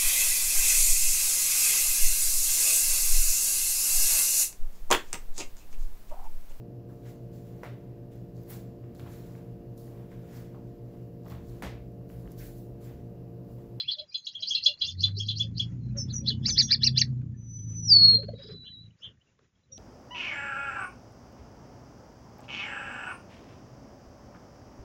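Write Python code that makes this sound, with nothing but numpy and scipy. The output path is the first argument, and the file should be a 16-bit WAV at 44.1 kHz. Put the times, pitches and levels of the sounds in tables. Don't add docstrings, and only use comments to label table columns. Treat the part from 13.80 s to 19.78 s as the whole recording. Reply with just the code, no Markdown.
import sys
import numpy as np
from scipy import signal
from scipy.fft import rfft, irfft
from scipy.io import wavfile
from scipy.ndimage import uniform_filter1d

SR = 44100
rng = np.random.default_rng(int(sys.argv[2]) if len(sys.argv) > 2 else 0)


def master(y):
    cut = np.clip(np.atleast_2d(y).T, -1, 1)
    pcm = np.round(cut * 32767)
    wavfile.write(sys.argv[1], SR, pcm.astype(np.int16))


N = 263718
T = np.arange(N) / SR

# (f/Hz, rel. level/dB)
SNOW_CRUNCH = [(400, -12), (900, -6.5), (1500, -1.5), (2500, -7.5), (4000, -6.5), (7000, -24.5)]


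def undb(db):
    return 10 ** (np.asarray(db) / 20)


def unit(x):
    return x / np.sqrt(np.mean(x ** 2))


def response(hz, points):
    f, db = np.transpose(points)
    return undb(np.interp(np.log(np.maximum(hz, 1)), np.log(f), db))


def colour(x, points):
    return irfft(rfft(x) * response(np.fft.rfftfreq(len(x), 1 / SR), points), len(x))


def wander(rate_hz, size=N):
    steps = np.arange(size) * rate_hz / SR
    return 1.56 * np.interp(steps, np.arange(size), rng.standard_normal(size))


def turn(hz):
    return 2 * np.pi * np.cumsum(hz) / SR


def add(out, start, x):
    i = int(round(start * SR))
    a, b = max(i, 0), min(i + len(x), N)
    out[a:b] += x[a - i:b - i]


def echo(x, delay_s, db):
    return x + undb(db) * np.interp(T - delay_s, T, x, left=0)


def yard(x, wet_db, t60, early):
    t = np.arange(SR // 2) / SR
    scatter = rng.standard_normal(len(t)) * (rng.random(len(t)) < 1500 / SR)
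    decay = undb(-60 * t / t60) + early * np.exp(-t / 0.017)
    tail = scatter * (t > .002) * decay
    return x + undb(wet_db) * signal.fftconvolve(x, tail / np.linalg.norm(tail))[:N]


def air():
    # (f/Hz, rel. level/dB)
    still_air = [(20, -21), (50, -12), (115, -3), (230, -12.5), (330, -13), (550, -13), (800, -19),
                 (2000, -18), (4000, -22), (7000, -21.5)]
    # (f/Hz, rel. level/dB)
    low_rumble = [(20, -32), (50, -12), (75, 1), (115, 2), (230, -9), (400, -19), (800, -36), (2000, -60)]
    # (t/s, level/dB)
    gated_level = [(0, -84), (.035, -63), (.125, -60), (.166, -84), (.222, -65), (.31, -82), (.55, -84),
                   (.59, -63), (.93, -64), (.975, -84), (5.19, -86), (5.23, -63), (5.275, -57), (5.45, -71),
                   (5.85, -74), (5.93, -62), (5.98, -62)]
    rush_db = -65 + 1.8 * wander(14)
    rumble_db = np.interp(T, *np.transpose(gated_level)) + 1.8 * wander(25)
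    rush = unit(colour(rng.standard_normal(N), still_air)) * undb(rush_db)
    rumble = unit(colour(rng.standard_normal(N), low_rumble)) * undb(rumble_db)
    return rush + rumble


def engine():
    # (t/s, firing rate f/Hz)
    revs = [(1.05, 83.7), (1.25, 97.5), (1.75, 114), (2.35, 125.3), (3.2, 128.3), (3.45, 124), (3.8, 107.5),
            (4.2, 110.4), (5.1, 111)]
    # (t/s, hum level/dB, exhaust level/dB)
    loudness = [(1.0, -62, -64), (1.2, -36, -46.5), (1.45, -37, -47.5), (1.68, -36, -40),
                (2.15, -35.5, -39.5), (2.55, -36.5, -36), (2.88, -46, -41.5), (3.07, -31, -38.5),
                (3.4, -33, -40), (3.68, -44, -49), (3.8, -39, -44), (4.2, -35.5, -38.5), (4.5, -40, -43),
                (4.62, -55, -52), (4.75, -54, -49), (4.9, -70, -59), (5.06, -48, -52), (5.2, -82, -80)]
    # (f/Hz, rel. level/dB)
    exhaust = [(20, -16.5), (40, -20), (62, -14), (85, -2), (120, 4), (165, 0), (230, -4.5), (290, -11),
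               (380, -20.5), (600, -36), (1000, -41), (2000, -47)]
    # (multiple of the firing rate, rel. level/dB)
    uneven_lines = [(.5, -11), (.75, -8), (1.25, -9), (1.5, -6.5), (1.75, -7.5), (2, -14)]
    # (f/Hz, gain/dB)
    pipe = [(45, -7), (63, 2), (76, -11), (95, 0), (125, -5), (163, 3), (190, -14), (226, -1), (255, -8)]
    cylinders = [0, 1.5, 5.5, -1.5, -1, -3.5, 4, -3]
    s, *columns = np.transpose(loudness)
    hum_db, exhaust_db = (np.interp(T, s, c) for c in columns)
    rate = np.interp(T, *np.transpose(revs))
    phase = turn(rate)

    firings = np.flatnonzero(np.diff(phase // (2 * np.pi)))
    puffs = np.zeros(N)
    puffs[firings] = undb(np.resize(cylinders, len(firings)))
    puffs[firings] -= puffs[firings].mean()
    gas = rng.standard_normal(N) * (1 + 0.39 * np.cos(phase))
    rumble = undb(-1) * unit(colour(unit(puffs) + 2.1 * unit(gas), exhaust))

    lines = np.zeros(N)
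    for multiple, db in uneven_lines:
        strength = undb(db + 2 * wander(12)) * response(multiple * rate, pipe)
        lines += strength * np.sin(multiple * phase + .4 * wander(20))
    rumble += np.sqrt(2) * lines

    hum = np.sqrt(2) * np.sin(phase + .2 * wander(27)) * undb(1.3 * wander(26))
    gate = np.clip((T - s[0]) / 0.02, 0, 1) * np.clip((s[-1] - T) / 0.035, 0, 1)
    surge = undb(.7 * wander(14))
    return gate * surge * (undb(hum_db) * hum + undb(exhaust_db) * rumble)


def squirrel():
    # (t/s, rel. level/dB, decay/s)
    scuffs = [(1.27, -57, .02), (2.149, -59.5, .04), (2.325, -62, .03), (2.682, -44.5, .0087),
              (3.265, -66, .012), (3.41, -66, .012), (4.13, -64, .08), (4.315, -59, .035),
              (4.425, -59, .014), (4.585, -60, .035), (4.685, -60, .035), (4.83, -67, .025),
              (5.235, -64, .05), (5.59, -56, .0023)]
    # (f/Hz, width/Hz, rel. 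level/dB)
    table_modes = [(420, 47, 1), (530, 59, -1), (610, 53, -4.5)]
    knock_db = -3
    push, crunch = np.zeros(N), np.zeros(N)
    t = np.arange(SR // 4) / SR
    for s, db, decay in scuffs:
        press = np.exp(-t / decay) * (1 - np.exp(-t / (0.41 * decay)))
        add(push, s, press * undb(db + knock_db))
        add(crunch, s, press * undb(db))

    f = np.fft.rfftfreq(N, 1 / SR)
    modes = 0
    for k, (hz, width, db) in enumerate(table_modes):
        damping = 1j * f * width
        modes = modes + (-1) ** k * undb(db) * damping / (hz ** 2 - f ** 2 + damping)
    dull = 1 / (1 + (f / 800) ** 4)
    knocks = irfft(rfft(push * rng.standard_normal(N)) * modes * dull, N)
    grit = unit(colour(rng.standard_normal(N) * undb(1.6 * wander(500)), SNOW_CRUNCH))
    return undb(28) * knocks + 2.4 * crunch * grit


def wings():
    # (t/s of the peak, nominal f/Hz, rel. level/dB, length/s)
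    wingbeats = [(4.347, 445, -38.5, .018), (4.392, 560, -39, .01), (4.415, 535, -48, .014),
                 (4.44, 430, -39, .009), (4.491, 579, -32, .0055), (4.54, 505, -35, .005),
                 (4.6, 530, -48, .012), (4.655, 433, -48, .014), (4.702, 420, -42, .014),
                 (4.744, 400, -48, .01)]
    # (f/Hz, rel. level/dB)
    feathers = [(600, -25), (1500, -9.5), (2600, -25), (3450, 7), (3750, -4), (4200, 7), (4900, 13.5),
                (5600, -7), (6300, -31)]
    thuds, swish = np.zeros(N), np.zeros(N)
    t = np.arange(-SR // 10, SR // 10) / SR
    for s, hz, db, length in wingbeats:
        stroke = undb(db) * np.exp(-(t / length) ** 2)
        rough_hz = hz * (1 + .07 * wander(200, size=len(t)))
        add(thuds, s - 1 / 10, stroke * np.sin(turn(rough_hz)))
        add(swish, s - 1 / 10, stroke)
    swish = undb(-28) * swish * unit(colour(rng.standard_normal(N), SNOW_CRUNCH))
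    swell = np.exp(-((T - 4.665) / 0.079) ** 2) * (1 + .5 * np.cos(2 * np.pi * 22 * T))
    hiss = undb(-52.5) * swell * unit(colour(rng.standard_normal(N), feathers))
    return yard(thuds + swish, wet_db=-7, t60=.22, early=2.5) + hiss


def pecks():
    pecks_per_s, middle_db, spread_db, middle_hz, decay_s = 12, -65, 5, 2600, .005
    out, t = np.zeros(N), np.arange(SR // 20) / SR
    for when, pitch, size in rng.random((int(pecks_per_s * N / SR), 3)):
        hz = middle_hz * 2 ** (1.4 * (pitch - .5))
        ring = np.sin(2 * np.pi * hz * t) * np.exp(-t / decay_s)
        add(out, when * N / SR, undb(middle_db + spread_db * (2 * size - 1)) * ring)
    return out


def seeps_and_tails():
    # (t/s, length/s, start f/Hz, target f/Hz, rel. level/dB, second voice against first/dB)
    slides = [(.025, .06, 1600, 2850, -48, -14), (.273, .057, 4950, 4780, -51, -18),
              (.314, .026, 2230, 2487, -52, -18), (.366, .048, 6840, 6350, -49, -18),
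              (.762, .025, 3100, 2680, -32, -18), (.872, .04, 3150, 2780, -29, -12),
              (1.03, .03, 3200, 2770, -33, -15), (1.996, .14, 4280, 4080, -57, -30),
              (2.165, .072, 6130, 5248, -28, -7), (2.323, .085, 6400, 5723, -28.5, -18),
              (2.495, .05, 3700, 2880, -35, -12), (2.667, .079, 6900, 5910, -26, -14),
              (2.716, .043, 6100, 5020, -28, -9), (2.803, .08, 6300, 5620, -28.5, -3),
              (5.915, .05, 5890, 5616, -38, -22), (5.948, .06, 5400, 6200, -51, -18)]
    out, t = np.zeros(N), np.arange(SR // 8) / SR
    for s, length, start_hz, end_hz, db, second_db in slides:
        u = np.minimum(t / length, 1)
        slide_hz = end_hz + (start_hz - end_hz) * np.exp(-u / 0.25)
        hz = slide_hz * (1 + 0.0023 * wander(700, size=len(t)))
        voices = np.sin(turn(hz)) + undb(second_db) * np.sin(turn(hz + 670))
        add(out, s, 0.65 * undb(db) * np.sin(np.pi * u ** 0.79) ** 2 * voices)
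    return out


def sag(end_s):
    return 210 * np.exp(np.minimum(T - end_s, 0) / .045)


def note(shape, hz, flicker_db, rough=.0025):
    start, end, db, attack, release = shape
    gate = np.clip((T - start) / .01, 0, 1) * np.clip((end - T) / .01, 0, 1)
    fade = np.clip(1 - (T - start) / attack, 0, 1) ** 2 + np.clip(1 - (end - T) / release, 0, 1) ** 2
    level = undb(db - 28 * fade + flicker_db * wander(50))
    tremble = 1 + rough * wander(130) + .003 * wander(22)
    return np.sqrt(2) * gate * level * np.sin(turn(hz * tremble))


def sparrow():
    # (start t/s, end t/s, rel. level/dB, attack/s, release/s)
    held_note = (3.54, 4.09, -48, .28, .03)
    low_note = (4.065, 4.41, -15, .06, .07)
    last_note = (4.52, 5.12, -51, .16, .2)
    # (t/s, nominal f/Hz)
    last_pitch = [(4.61, 3880), (4.72, 3970), (4.9, 3955), (4.98, 3910), (5.03, 3990), (5.14, 3940)]
    # (t/s, gain/dB)
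    path_gain = [(3.6, -2), (3.76, 1), (3.93, -3), (3.97, 6), (4.05, 7), (4.088, -1), (4.102, -1),
                 (4.126, 4), (4.156, -1), (4.168, 5), (4.18, -2), (4.25, 3.5), (4.272, -6), (4.284, 4),
                 (4.324, -4), (4.35, 1), (4.382, -7)]
    held_hz, low_hz = 6010, 4315
    slide_s, slide_decay_s = 4.074, .034
    high = np.exp(-np.maximum(T - slide_s, 0) / slide_decay_s)
    hz = high * (held_hz - sag(slide_s)) + (1 - high) * (low_hz - sag(low_note[1]))
    last_hz = np.interp(T, *np.transpose(last_pitch))
    path = undb(np.interp(T, *np.transpose(path_gain)))

    faint = path * note(held_note, hz, flicker_db=2.5)
    faint += note(last_note, last_hz, flicker_db=2.5, rough=.007)
    loud = path * note(low_note, hz, flicker_db=.7)
    loud = echo(loud, delay_s=.062, db=-24)
    return yard(faint, wet_db=-4, t60=.3, early=1.1) + yard(loud, wet_db=-17.5, t60=.75, early=2.5)


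def coos():
    # (t/s of the middle, length/s, nominal f/Hz, level/dB)
    low_coos = [(0.211, 0.11, 608, -47.5), (0.629, 0.1, 633, -62.5), (0.898, .1, 591, -48.5),
                (1.382, 0.039, 397, -45), (2.176, .08, 564, -44), (2.438, 0.077, 541, -53.5),
                (1.653, 0.079, 540, -56.5), (2.512, 0.062, 421, -50), (5.933, 0.096, 535, -59.5)]
    out = np.zeros(N)
    for s, length, hz, db in low_coos:
        u = np.clip((T - s) / length, -.5, .5)
        pitch = hz * (1.01 - 0.29 * u ** 2 + 0.016 * wander(180))
        out += undb(db) * np.cos(np.pi * u) ** 2 * np.sin(turn(pitch))
    return out


def chip(rise, fall, top_hz, first_db, octave_db, buzz, buzz_hz, rest_hz, arch, square, hold, skirt_db,
         cut_hz, lift_db, fade_db, lead, third_db, buzz_at, buzz_width, upper, lower, second, wobble,
         rasp, crack, hiss_db):
    # (f/Hz, gain/dB)
    beak = [(3300, -7), (3700, -6), (4150, 0), (4700, 1.5), (5300, -5), (5900, -11), (6800, -18)]
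    # (f/Hz, rel. level/dB)
    throat_air = [(2300, -35), (3000, -6), (3600, -2), (4600, 0), (5600, -2), (6300, -13), (7000, -24)]
    t = np.arange(-SR // 10, SR // 10) / SR
    size = len(t)
    u = np.where(t < 0, t / rise, t / fall)
    height = np.exp(-np.abs(u / arch) ** square)
    hz = rest_hz + (top_hz - rest_hz) * height

    beat = turn(buzz_hz * (1 + 0.11 * wander(270, size)))
    depth = buzz * np.exp(-((u - buzz_at) / buzz_width) ** 2)
    phase = turn(hz * (1 + 0.014 * wander(700, size))) + wobble * depth * np.sin(beat)
    side_tones = upper * np.exp(1j * beat) + lower * np.exp(-1j * beat) + second * np.exp(2j * beat)
    sides = 1 + depth * side_tones

    burst = np.exp(-np.abs(u / hold) ** 3.6)
    burst += undb(skirt_db) * np.exp(-((u - .2) / (2.6 * hold)) ** 2)
    first = undb(first_db) * burst / (1 + (cut_hz / hz) ** 12) * np.exp(1j * phase)
    first = first * undb(6 * crack * wander(240, size)) * np.exp(1.5j * crack * wander(380, size))

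    scrape = rasp * np.interp(u, [-.3, .3], [1.1, .9]) * wander(650, size)
    effort_db = octave_db + lift_db * height - fade_db * np.clip(u, 0, 1) + 2.5 * rasp * wander(450, size)
    octave = undb(effort_db) * response(2 * hz, beak) * np.exp(1j * (2 * phase + scrape))
    start = (1 - height) ** 2 * (t < 0)
    third = undb(octave_db + third_db) * response(3 * hz, beak) * start
    third = third * np.exp(1j * (3 * phase + scrape))

    flutter = undb(1.1 * rasp * wander(280, size))
    swell = 1 / (1 + np.abs(u / np.where(t < 0, lead, .91)) ** np.where(t < 0, 5.5, 10.5))
    tones = swell * np.imag((first + octave + third) * sides)
    hiss = unit(colour(rng.standard_normal(size), throat_air)) * (1 + .6 * np.cos(beat))
    hiss *= np.exp(-((u + .65) / .42) ** 2)
    return flutter * (tones + undb(octave_db + hiss_db) * hiss)


def calls(rows, voice, buzz_hz):
    out = np.zeros(N)
    quirks = 1 + rng.standard_normal((len(rows), 2)) * [.012, .07]
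    for (s, rise, fall, top_hz, first_db, octave_db, buzz), (pitch, rate) in zip(rows, quirks):
        call = chip(rise, fall, top_hz * pitch, first_db, octave_db, buzz, buzz_hz * rate, **voice)
        add(out, s - 1 / 10, call)
    return out


def quail():
    # (t/s, rise/s, fall/s, nominal top f/Hz, fundamental rel. level/dB, octave rel. level/dB, buzz depth)
    chips = [ (.003, .03, .04, 3420, -32, -54, 1.5), (.091, .05, .05, 3340, -25.5, -60, .1),
             (.195, .045, .05, 3400, -35, -59, 1.0), (.353, .04, .04, 3420, -29.5, -50, 1.1),
             (.476, .035, .03, 3380, -31, -44, 1.5), (.564, .07, .06, 3290, -33.5, -54, .05),
             (.633, .04, .045, 3380, -29, -46, .9), (.718, .056, .042, 3360, -22, -30, .05),
             (.756, .035, .03, 3450, -26, -46, 1.8), (.78, .025, .04, 3250, -33, -52, 1.5),
             (.868, .042, .036, 3370, -17, -29.5, .7), (1.022, .04, .05, 3400, -23, -48, .7),
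             (1.038, .035, .04, 3400, -27, -48, .9), (1.088, .05, .045, 3380, -28.5, -32, .1),
             (1.244, .05, .04, 3450, -20, -32, .7), (1.408, .043, .036, 3380, -26, -33, .05),
             (1.493, .04, .045, 3430, -26, -42, .7), (1.511, .035, .04, 3330, -28.5, -50, .8),
             (1.61, .05, .04, 3450, -21.5, -33, .1), (1.805, .038, .036, 3340, -20.5, -35, .1),
             (2.506, .04, .04, 3400, -32, -42, .2)]
    # (t/s of the top, rise/s, fall/s, nominal top f/Hz, octave rel. level/dB, buzz depth)
    twitter_rows = [ (.129, .036, .032, 2130, -29, .8), (2.311, .024, .018, 2070, -40, .5),
                    (2.489, .024, .026, 2100, -21.5, .6), (2.679, .032, .034, 2750, -23, .5),
                    (2.796, .031, .032, 2350, -17.5, .9), (2.935, .038, .021, 2440, -17.5, .55),
                    (3.058, .032, .03, 2780, -14.5, .35), (3.201, .032, .027, 3230, -14.5, .45)]
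    # (t/s of the top, rise/s, fall/s, fundamental rel. level/dB)
    churr_rows = [(4.873, .055, .04, -44), (5.252, .075, .055, -38)]
    # (top f/Hz, fundamental against octave/dB)
    twitter_fundamental = [(2150, -40), (2350, -26), (3200, -22)]
    # (f/Hz, gain/dB)
    ground = [(1500, 0), (1850, 3), (2100, -2), (2300, 0), (2560, -6), (2860, 3), (3080, -2), (3400, 1),
              (3530, -1), (3680, -14), (3830, -4), (4050, 1.5), (4600, 1.5), (5900, -1), (6400, 3),
              (6650, 0), (6850, -9)]
    chip_voice = dict(rest_hz=2050, arch=.53, square=2.2, hold=.205, skirt_db=-19, cut_hz=2750, lift_db=3.5, fade_db=21, lead=.84, third_db=-40, buzz_at=0.02, buzz_width=.5, upper=1.0, lower=.1, second=.25, wobble=.05, rasp=.85, crack=.22, hiss_db=-24)
    twitter_voice = dict(rest_hz=1700, arch=.65, square=2.5, hold=1.15, skirt_db=-18, cut_hz=1600, lift_db=-.3, fade_db=1, lead=.9, third_db=-14, buzz_at=-.15, buzz_width=.6, upper=.4, lower=.3, second=.03, wobble=.5, rasp=.5, crack=.7, hiss_db=-27)
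    churr_voice = dict(chip_voice, hold=.33, arch=.7, wobble=.5)

    churrs = [(s, rise, fall, 3150, db, db - 24, .55) for s, rise, fall, db in churr_rows]
    twitters = []
    for s, rise, fall, hz, db, buzz in twitter_rows:
        first_db = db + np.interp(hz, *np.transpose(twitter_fundamental))
        twitters.append((s, rise, fall, hz, first_db, db, buzz))

    far = calls(chips, chip_voice, buzz_hz=670) + calls(churrs, churr_voice, buzz_hz=300)
    near = calls(twitters, twitter_voice, buzz_hz=350)
    far = echo(far, delay_s=.0135, db=-12)
    near = echo(near, delay_s=.006, db=-13)
    covey = yard(far, wet_db=-5.5, t60=.22, early=5) + yard(near, wet_db=-12.5, t60=.22, early=4.5)
    return colour(covey, ground) + coos()


def scene():
    thin_calls = yard(seeps_and_tails() + pecks(), wet_db=-1.5, t60=0.15, early=1.5)
    song = undb(0.2) * yard(sparrow(), wet_db=-13, t60=0.26, early=0.94)
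    return (air() + engine() + squirrel() + wings() + thin_calls + song + quail())[None]


def suppress(x, threshold_db, depth_db):
    memory_s, creep_db = .3, -25
    duck_db, duck_hz = -5, 3000
    hz, _, bands = signal.stft(x, SR, nperseg=512, noverlap=384)
    power = uniform_filter1d(np.abs(bands) ** 2, size=3, axis=-2)
    power = uniform_filter1d(power, size=5, axis=-1)
    keep = np.exp(-128 / SR / memory_s)
    recent = signal.lfilter([1 - keep], [1, -keep], power)
    noise = undb(threshold_db) ** 2 + undb(creep_db) ** 2 * recent
    opening = power ** 2 / (power ** 2 + noise ** 2)
    alert = (1 - undb(threshold_db) ** 2 / noise) * np.minimum(hz[:, None] / duck_hz, 1)
    gain = undb((depth_db + duck_db * alert) * (1 - opening))
    return signal.istft(bands * gain, SR, nperseg=512, noverlap=384)[1][:, :N]


def record(dry):
    quiet = suppress(dry, threshold_db=-82.5, depth_db=-7.5)
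    top_cut = signal.ellip(8, .1, 50, 7150, fs=SR, output="sos")
    return signal.sosfiltfilt(top_cut, quiet)


dry = scene()
out = record(dry)
master(out)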